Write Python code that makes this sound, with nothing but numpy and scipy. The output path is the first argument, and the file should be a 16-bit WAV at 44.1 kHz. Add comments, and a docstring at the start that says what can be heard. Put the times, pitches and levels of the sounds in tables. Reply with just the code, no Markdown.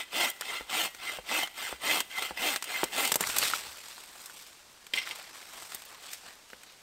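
"""Sawing a fallen branch

In a quiet forest a hand saw makes six biting pushes, each after a lighter pull: its teeth strike the
wood and tear fibres, exciting the blade's resonances. The last fibres snap, the log drops into dry
leaves, the saw is tossed down with a clank, and gloves, twigs and leaves rustle as the log is handled."""
import sys
import numpy as np
from scipy import signal
from scipy.fft import rfft, irfft
from scipy.io import wavfile
from scipy.ndimage import uniform_filter1d

SR = 44100
rng = np.random.default_rng(int(sys.argv[2]) if len(sys.argv) > 2 else 0)


def unload_audio(sound):
    """Save the sound as a 16-bit wav file, at the path given as the first command line argument."""
    columns = np.transpose(np.atleast_2d(sound))
    # keep every value between -1 and 1, then stretch to whole-number steps
    steps = np.round(np.clip(columns, -1, 1) * 32767)
    wavfile.write(sys.argv[1], SR, steps.astype(np.int16))


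N = 300759
TIME = np.arange(N) / SR

# Jolts of the branch as the blade jams at the end of a pull, and later as the log falls and is handled: (time
# [s], peak level [dB], treble tilt [dB per two octaves])
KNOCKS = [(0.609, -29.5, -11), (1.187, -26.5, -12), (1.727, -24, -14), (2.186, -21.5, 11),
          (2.309, -23.5, -9), (2.833, -10.5, -7), (3.119, -12.5, 6), (3.157, -14.5, 0), (3.208, -16, 1),
          (3.292, -32, -8), (5.748, -39, -7), (6.532, -32.5, 5)]
# Spectral envelope of breaking fibres: (frequency [Hz], relative level [dB])
SNAP_SPECTRUM = [(60, -26), (400, -5.5), (1200, 3), (3200, 4.5), (6000, 3.5), (8300, 7), (10000, -2),
                 (13000, 1.5), (16000, -5)]


def gain_of(db):
    """Amplitude ratio of a level in decibels."""
    return 10 ** (np.asarray(db) / 20)


def unit_rms(x):
    """Normalisation to unit mean power."""
    return x / np.sqrt(np.mean(x ** 2) + 1e-20)


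def value_at(points, hz):
    """Interpolation along a logarithmic frequency axis."""
    f, value = np.transpose(points)
    return np.interp(np.log(hz + 1), np.log(f + 1), value)


def add(mix, s, sound):
    """Superposition of a sound on the mix from time s."""
    part = mix[max(round(s * SR), 0):][:len(sound)]
    part += sound[:len(part)]


def split(x, hz, order=4):
    """Complementary filtering into the parts below and above a frequency."""
    low = signal.sosfiltfilt(signal.butter(order, hz, fs=SR, output="sos"), x)
    return low, x - low


def slow_noise(count, span):
    """A moving average over span samples leaves only slow fluctuations."""
    return unit_rms(uniform_filter1d(rng.standard_normal(count), span))


def crackle(per_s, spread_db, count):
    """A Poisson train of impulses: many small, a few large."""
    size = gain_of(spread_db * np.minimum(rng.exponential(1, count), 4))
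    return unit_rms(size * rng.choice([-1, 1], count) * (rng.random(count) < per_s / SR))


def swell(peak_s, fade_s):
    """Amplitude envelope of a movement: a Gaussian rise and a slower fall."""
    offset = (TIME - peak_s) / fade_s
    return np.exp(-np.where(offset < 0, (offset / 0.81) ** 2, abs(offset) ** 1.24))


def body(spectrum, modes=(), tilt_db=0, size=8192):
    """Minimum-phase impulse response of a broad spectrum with Lorentzian resonances on top."""
    hz = np.fft.rfftfreq(size, 1 / SR)
    lift = 1 + sum((gain_of(db) ** 2 - 1) / (1 + (2 * (hz - f) / width) ** 2) for f, width, db in modes)
    slope = tilt_db * np.log2(np.maximum(hz, 1500) / 3000)
    magnitude = gain_of(value_at(spectrum, hz) + slope) * np.sqrt(np.maximum(lift, 1e-2))
    cepstrum = irfft(np.log(magnitude))
    cepstrum[1:size // 2] *= 2  # folding the cepstrum makes the response causal
    cepstrum[size // 2 + 1:] = 0
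    response = irfft(np.exp(rfft(cepstrum)))[:size // 2]
    return response / np.linalg.norm(response)


def impact(response, peak_db, t60, scatter, count=6000):
    """Impulse excitation: one sharp contact and a dying spray of smaller ones ring a body."""
    force = scatter * crackle(11000, 2.3, count) * np.exp(-np.log(1000) * TIME[:count] / t60)
    force[0] += 1
    sound = signal.fftconvolve(force, response)
    return gain_of(peak_db) * sound / abs(sound).max()


def moving_contact(x, depth_db, across_hz, lasting_s):
    """Spectral modulation: patches of the spectrum come and go as the point of contact moves."""
    spectra = signal.stft(x, nperseg=512, noverlap=384)[2]
    patches = rng.standard_normal(spectra.shape)
    patches = uniform_filter1d(patches, round(across_hz * 512 / SR), axis=0)
    patches = uniform_filter1d(patches, round(lasting_s * SR / 128), axis=1)
    spectra *= gain_of(depth_db * unit_rms(patches))
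    return unit_rms(signal.istft(spectra, nperseg=512, noverlap=384)[1][:len(x)])


def air():
    """Stationary filtered noise: the hush of the woods."""
    # Ambient spectrum: (frequency [Hz], relative level [dB])
    spectrum = [(20, -3), (50, 0), (130, -4.5), (400, -1), (1100, -2), (2400, -5), (3800, -3.5),
                (6900, -5.5), (8500, -5.5), (9700, -11.5), (13500, -14), (16000, -22)]
    return gain_of(-58.5) * unit_rms(signal.fftconvolve(rng.standard_normal(N), body(spectrum))[:N])


def forest_reverb(x):
    """Scattering from trunks leaves a thin tail in which the bass lasts longest."""
    # Reverberation of the forest: (frequency [Hz], 60 dB decay time [s])
    decay_times = [(100, 0.97), (1000, 0.55), (4000, 0.61), (14000, 0.65)]
    echoes = crackle(2100, 0.91, SR) * (TIME[:SR] > .012)
    hz, t, spectra = signal.stft(echoes, SR, nperseg=256)
    decay = np.exp(-np.log(1000) * t / value_at(decay_times, hz)[:, None])
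    tail = signal.istft(spectra * decay, SR, nperseg=256)[1]
    return signal.fftconvolve(x, tail / np.linalg.norm(tail))[:N]


def ground_rumble():
    """Ground-borne vibration: soft soil rumbles as the log lands and rolls to rest."""
    # Movements of the log: (peak time [s], fade time [s], relative level [dB])
    settling = [(3.33, 0.15, -57), (3.68, .07, -62)]
    band = signal.butter(2, [40, 95], "band", fs=SR, output="sos")
    rumble = unit_rms(signal.sosfilt(band, rng.standard_normal(N)))
    return gain_of(-2) * rumble * sum(gain_of(db) * swell(s, fade) for s, fade, db in settling)


def leaves():
    """Incoherent sources add in power: leaf fractures and twig ticks over brushing bark and cloth."""
    # Movements: (peak time [s], fade time [s], relative crunch level [dB], brushing re crunch [dB],
    # treble re crunch [dB])
    rustles = [(3.222, 0.026, -36.5, 2, -2), (3.292, 0.044, -35.5, -5.5, 1.5),
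               (3.375, 0.062, -36, -2, -0.5), (3.445, 0.065, -30.5, -6, -2.5), (3.55, 0.073, -40, -4, -2),
               (3.68, 0.096, -46.5, -4, -3.5), (3.9, 0.24, -50, -5, -2.5), (4.25, 0.17, -55, -2, 1),
               (4.42, 0.11, -53.5, -12, -2), (4.966, 0.031, -41.5, -3, -3), (5.02, 0.037, -45.5, -13, -11),
               (5.12, 0.16, -45, -3.5, -6.5), (5.38, .1, -54.5, -1, -2), (5.62, 0.21, -50, -2.5, -1),
               (5.74, 0.059, -49.5, -5.5, -2), (5.92, 0.1, -55.5, 1, -5), (6.065, 0.085, -48.5, -4, -4),
               (6.142, 0.038, -47, -9, -0.5), (6.273, 0.065, -51, -0.5, -5.5), (6.5, 0.095, -62, -8, -14),
               (6.68, .06, -58.5, -6, -16)]
    # Spectrum of dry leaves: (frequency [Hz], relative level [dB])
    spectrum = [(40, -20), (200, -6.5), (500, -1), (850, 3.5), (1400, 3.5), (2300, 1.5), (3700, 0.5),
                (6500, -1), (8400, 6), (9800, -5), (12700, -1.5), (16000, -9.5)]
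    stir = np.clip((TIME - 3.18) / 0.018, 0, 1)  # once the branch gives way the leaves never quite rest
    power = (gain_of([[-63], [-66], [-68]]) * stir) ** 2  # crunch, brushing, treble
    for s, fade, db, brush_db, treble_db in rustles:
        power += (gain_of([[db], [db + brush_db], [db + treble_db]]) * swell(s, fade)) ** 2
    clumps = gain_of(1.92 * slow_noise(N, 350))
    fractures = clumps * (crackle(3500, 5.6, N) + 1.23 * rng.standard_normal(N))
    drive = moving_contact(fractures, depth_db=2, across_hz=450, lasting_s=.035)
    brush, crisp = split(signal.fftconvolve(drive, body(spectrum))[:N], 2100)
    crunch, treble = split(crisp, 6030)
    rustle = sum(np.sqrt(p) * unit_rms(band) for p, band in zip(power, (crunch, brush, treble)))
    twigs = crackle(per_s=22, spread_db=2.7, count=N)
    ticks = unit_rms(signal.fftconvolve(twigs, body(SNAP_SPECTRUM, tilt_db=4))[:N])
    tick_gain = gain_of(-11) * np.minimum(np.sqrt(power[0]), gain_of(-49))
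    return gain_of(-0.4) * rustle + tick_gain * ticks


def stick_clacks():
    """Colliding sticks ring briefly in two heavily damped, inharmonic modes."""
    # Collisions: (time [s], peak level [dB], lower mode [Hz])
    clacks = [(.421, -26, 1520), (3.239, -18, 2050), (3.299, -18.5, 2500), (3.427, -17, 2860),
              (3.428, -21.5, 1170), (3.465, -23, 1510), (3.5, -23, 1290), (3.536, -15, 1430),
              (3.980, -38, 894), (4.297, -38, 1460), (5.073, -26.5, 1390), (5.357, -36, 1150),
              (5.428, -37, 2180), (6.533, -32, 1560)]
    # Spectrum of a stick: (frequency [Hz], relative level [dB])
    spectrum = [(60, -27), (500, -3.5), (1400, 3), (3000, -1), (7000, -20), (16000, -11)]
    out = np.zeros(N)
    for s, db, hz in clacks:
        stick = body(spectrum, modes=[(hz, 260, 14), (hz * 1.41, 300, 9)])
        add(out, s, impact(stick, db, t60=0.015, scatter=0.2))
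    return out


def dropped_saw():
    """Each bounce on the ground excites the free vibration of the steel blade."""
    # Bounces: (time [s], peak level [dB], 60 dB decay time of the clatter [s])
    bounces = [(4.9365, -13.5, 0.027), (4.9381, -21.5, 0.031), (4.947, -26, 0.041), (4.966, -27, 0.067),
               (4.975, -17.5, 0.031), (4.984, -19.5, 0.068), (5.016, -30, 0.15), (5.110, -23.5, 0.044)]
    # Spectrum of the clank: (frequency [Hz], relative level [dB])
    spectrum = [(60, -31), (250, -10.5), (450, -7.5), (750, -18), (1300, -11), (1850, 0.5), (2150, 8),
                (3300, 0), (4500, -2.5), (6800, -20.5), (8400, -8.5), (10000, -28), (14000, -18),
                (16000, -24)]
    # Modes of the loose blade: (frequency [Hz], bandwidth [Hz], gain [dB])
    modes = [(2065, 32, 12.6), (2180, 39, 3.4), (2390, 32, 5.1), (2650, 40, 1.6667), (2780, 40, 12),
             (3170, 49, 16), (3500, 55, 8.5), (4070, 36, 7.5), (5460, 40, 16), (5670, 68, 13.5)]
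    out, steel = np.zeros(N), body(spectrum, modes)
    for s, db, t60 in bounces:
        add(out, s, impact(steel, db, t60, scatter=0.3))
    return out


def branch_knocks():
    """Impacts excite the damped modes of the branch and a low thud in the ground beneath."""
    # Spectrum of a knock: (frequency [Hz], relative level [dB])
    spectrum = [(30, -33), (70, -27), (160, -2), (300, -1), (520, 2), (900, 0.5), (1400, -5.5), (3000, -11),
                (8000, -33), (16000, -28.5)]
    # Modes of the branch: (frequency [Hz], bandwidth [Hz], gain [dB])
    modes = [(386, 38, 4.7), (512, 22, 4.7), (865, 68, 4)]
    out, t = np.zeros(N), TIME[:SR // 4]
    for s, db, treble_db in KNOCKS:
        add(out, s, impact(body(spectrum, modes, treble_db / 2), db, t60=0.058, scatter=0.052))
        thud = np.sin(2 * np.pi * 58 * rng.uniform(0.8, 1.14) * t) * np.exp(-t / 0.026)
        thud_db = min(db - 28, -57) - 0.64 * treble_db  # dull knocks shake the ground more
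        add(out, s, gain_of(thud_db) * thud)
    return out


def fibre_snaps():
    """Brittle fracture: fibres and twigs release their strain as broadband clicks."""
    # Fractures: (time [s], peak level [dB], treble tilt [dB per octave])
    snaps = [(0.3006, -15.5, 8), (0.4106, -17.5, -1.5), (0.948, -27, -3), (1.474, -26, -5),
             (2.0042, -11, -2), (2.5608, -13, -2.5), (2.6246, -18, -1.5), (2.6418, -19.5, 0),
             (2.8399, -12, 1.5), (3.051, -11, -0.5), (3.0757, -13.5, 3), (3.1183, -14, 0),
             (3.12, -6.5, 0.5), (3.1419, -11, -0.5), (3.1572, -6.5, 4.5), (3.208, -8.5, 2.5),
             (3.365, -11.5, 1), (3.385, -4.5, 3.5), (3.4992, -20, 10), (3.8843, -29, 1), (4.217, -30.5, 3),
             (4.2587, -28, 2.5), (4.867, -32, -2), (5.1573, -26, -1), (5.7473, -18.5, 8),
             (5.821, -28.5, -1), (5.853, -33, 9), (6.133, -21, 0.5), (6.5018, -35, -6), (6.634, -35.5, -3)]
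    out = np.zeros(N)
    for s, db, tilt in snaps:
        add(out, s, impact(body(SNAP_SPECTRUM, tilt_db=tilt), db, t60=0.033, scatter=0.21))
    return out


def blade_catches():
    """Friction-induced vibration: the blade catches and sings a brief, wavering tone."""
    # Catches: (time [s], peak level [dB], pitch [Hz])
    catches = [(.228, -28, 2120), (.495, -35, 2080), (.81, -30, 2980), (1.085, -31.5, 2060),
               (1.365, -28, 2600), (1.438, -29.5, 3100), (1.905, -27, 2070), (2.187, -30, 2050),
               (2.752, -33.5, 2080)]
    out, t = np.zeros(N), np.arange(-SR // 20, SR // 20) / SR
    envelope = np.exp(-(t / 0.015) ** 2)
    for s, db, hz in catches:
        cycles = np.cumsum(hz * (1 + 0.024 * slow_noise(len(t), 150))) / SR
        add(out, s + t[0], gain_of(db) * envelope * np.sin(2 * np.pi * cycles))
    return out


def tooth_load(times):
    """Contact force scales the rasp: it rises in a snag and drops when a knock unloads the teeth."""
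    # The teeth dig in: (time [s], pulse height [dB])
    snags = [(.125, 3), (.694, 8.5), (.752, -1.5), (1.29, 1.5), (1.431, 7), (1.578, 2), (1.842, 0),
             (2.1, 10), (2.181, 7), (2.22, 12), (2.368, 9), (2.692, 5.5), (2.975, 3)]

    def pulse(at, fade_s):
        """A 2 ms rise under an exponential decay."""
        since = np.maximum(times - at, 0)
        return np.minimum(since / 0.002, 1) * np.exp(-since / fade_s)
    snag_db = sum(db * pulse(at, fade_s=0.016) for at, db in snags)
    relief_db = sum(5 * pulse(at + 0.01, fade_s=0.029) for at, _, _ in KNOCKS)
    return gain_of(snag_db - relief_db)


def flexing_blade(x, bend):
    """The blade's resonances glide as its free length changes, and each wavers as the steel flexes."""
    # Modes of the blade in its kerf: (frequency [Hz], bandwidth [Hz], gain [dB])
    modes = [(778, 123, 5.5), (1357, 48, 6), (2012, 11.7, 13.5), (2077, 24, 13), (2350, 35, -3),
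             (2340, 35, 5), (2586, 15, 10), (2805, 11, 10.5), (3154, 17, 10.5), (3194, 39, 5),
             (3512, 42, 7), (4175, 23, 7), (8600, 60, 7.5), (13600, 48, 11)]
    out = x.copy()
    for hz, width, db in modes:
        drift = np.interp(np.arange(len(x)), np.arange(16) * SR * 0.0343, rng.standard_normal(16))
        carrier = np.exp(2j * np.pi * np.cumsum(hz * (1 + bend + .005 * drift)) / SR)
        pole = np.exp(-np.pi * width / SR)
        resonance = 2 * (carrier * signal.lfilter([1 - pole], [1, -pole], x / carrier)).real
        out += (gain_of(db) - 1) * resonance
    return out


def stroke(row, spectrum, speed_exponent, brighten_db, glide, bite_db, uneven, chatter_db):
    """Forced vibration: each tooth strikes the kerf and tears a spray of fibres, louder with speed."""
    start, length, fastest, db, treble_db, top_hz = row
    t = np.arange(0, length + .09, 1 / SR)  # the blade rubs on faintly while the arm turns round
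    count = len(t)
    skew = np.log(.5) / np.log(np.clip(fastest, .2, .8))
    arc = np.pi * np.clip(t / length, 0, 1) ** skew
    speed = abs(np.sin(arc)) ** 1.25
    tooth_hz = top_hz * np.maximum(speed, .1) * (1 + .04 * slow_noise(count, 200))
    teeth_passed = np.cumsum(tooth_hz) / SR
    tooth = teeth_passed.astype(int)
    depth = np.exp(uneven * rng.standard_normal(1000))[tooth]
    strikes = np.diff(tooth, prepend=0) * depth
    yielding = signal.butter(1, 260, fs=SR)  # the wood gives, blunting each strike
    strikes = unit_rms(signal.lfilter(*yielding, strikes - strikes.mean()))
    tearing = depth * (.9 + np.exp(-(teeth_passed % 1) / .4))
    fibres = unit_rms(crackle(12000, 2.6, count) * tearing)
    chatter = gain_of(chatter_db * unit_rms(uniform_filter1d(slow_noise(count, 300), 200)))
    fibres = moving_contact(fibres, depth_db=3, across_hz=260, lasting_s=.03)
    drive = (fibres + gain_of(bite_db) * strikes) * chatter
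    middle, treble = split(signal.fftconvolve(drive, body(spectrum))[:count], 6240, order=2)
    rasp = unit_rms(middle) + unit_rms(treble) * gain_of(treble_db - brighten_db * np.cos(arc))
    cutting = gain_of(db) * speed ** speed_exponent * tooth_load(start + t)
    rubbing = gain_of(-58.5)
    fade = np.clip(np.minimum(t, t[-1] - t) / 0.0067, 0, 1)
    sound = flexing_blade(rasp * np.hypot(cutting, rubbing) * fade, glide * np.cos(arc))
    return start, sound[max(round(-start * SR), 0):]


def saw():
    """Reciprocating excitation: pushes bite deep and leave the blade ringing; pulls skate on the wood."""
    # Strokes: (start [s], duration [s], fastest moment [share of duration], relative level [dB],
    # treble re middle [dB], top tooth rate [Hz])
    pushes = [(0.1, 0.24, .47, -31, -6.5, 350), (0.66, 0.25, 0.55, -32.5, -5, 332),
              (1.238, 0.25, 0.51, -32.5, -7, 318), (1.795, 0.25, .47, -30.6, -6, 311.8),
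              (2.333, 0.27, 0.53, -32, -5.5, 313.8), (2.891, 0.28, .43, -32.5, -4, 293.8)]
    pulls = [(-0.178, 0.23, 0.54, -35, -12, 380), (0.4, 0.25, .48, -39.5, -10.5, 388),
             (0.98, 0.23, 0.49, -40.5, -9, 365), (1.55, 0.23, .4, -40, -7, 366.6),
             (2.09, 0.25, .5, -40.5, -7.5, 332.5), (2.635, 0.28, 0.47, -38.5, -7.5, 335)]
    # Spectra of the cut: (frequency [Hz], relative level [dB])
    push_spectrum = [(40, -23), (130, -18), (260, -7), (450, -5), (750, -1.5), (1050, -1.5), (1800, -1),
                     (3000, 2), (4000, -2.5), (6300, -7), (8500, -3), (9700, -12.5), (13700, -7.5),
                     (16000, -13)]
    pull_spectrum = [(40, -25), (150, -20.5), (400, -9.5), (750, -8), (1500, -4.5), (3000, -3.5),
                     (4400, -7), (6500, -10.5), (8500, -3.5), (9700, -13), (13700, -8.5), (16000, -11.5)]
    out, t = np.zeros(N), TIME[:SR // 2]
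    ring_envelope = gain_of(-49) * np.minimum(t / .015, 1) * np.exp(-t / 0.069)
    for row in pushes:
        add(out, *stroke(row, push_spectrum, speed_exponent=1.31, brighten_db=3, glide=-0.015,
                         bite_db=-17, uneven=0.091, chatter_db=1.15))
        freed_s = row[0] + .8 * row[1]  # late in the push the blade comes free
        ring_hz = 2000 * rng.uniform(0.95, 1.01)
        add(out, freed_s, ring_envelope * np.sin(2 * np.pi * ring_hz * t))
    for row in pulls:
        add(out, *stroke(row, pull_spectrum, speed_exponent=0.83, brighten_db=1.5, glide=0.0061,
                         bite_db=-27, uneven=0.13, chatter_db=0.76))
    return out


def scene():
    """Superposition of the direct sound, its reverberation among the trees and the background."""
    work = saw() + blade_catches() + branch_knocks() + fibre_snaps()
    work += stick_clacks() + dropped_saw() + leaves()
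    return (work + gain_of(-22) * forest_reverb(work) + ground_rumble() + air())[None]


def record(dry):
    """Band limiting: a linear-phase low-pass filter at 15.8 kHz."""
    lowpass = signal.firwin(511, 15800, window=("kaiser", 9), fs=SR)
    return signal.oaconvolve(dry, lowpass[None], "same")


dry = scene()
out = record(dry)
unload_audio(out)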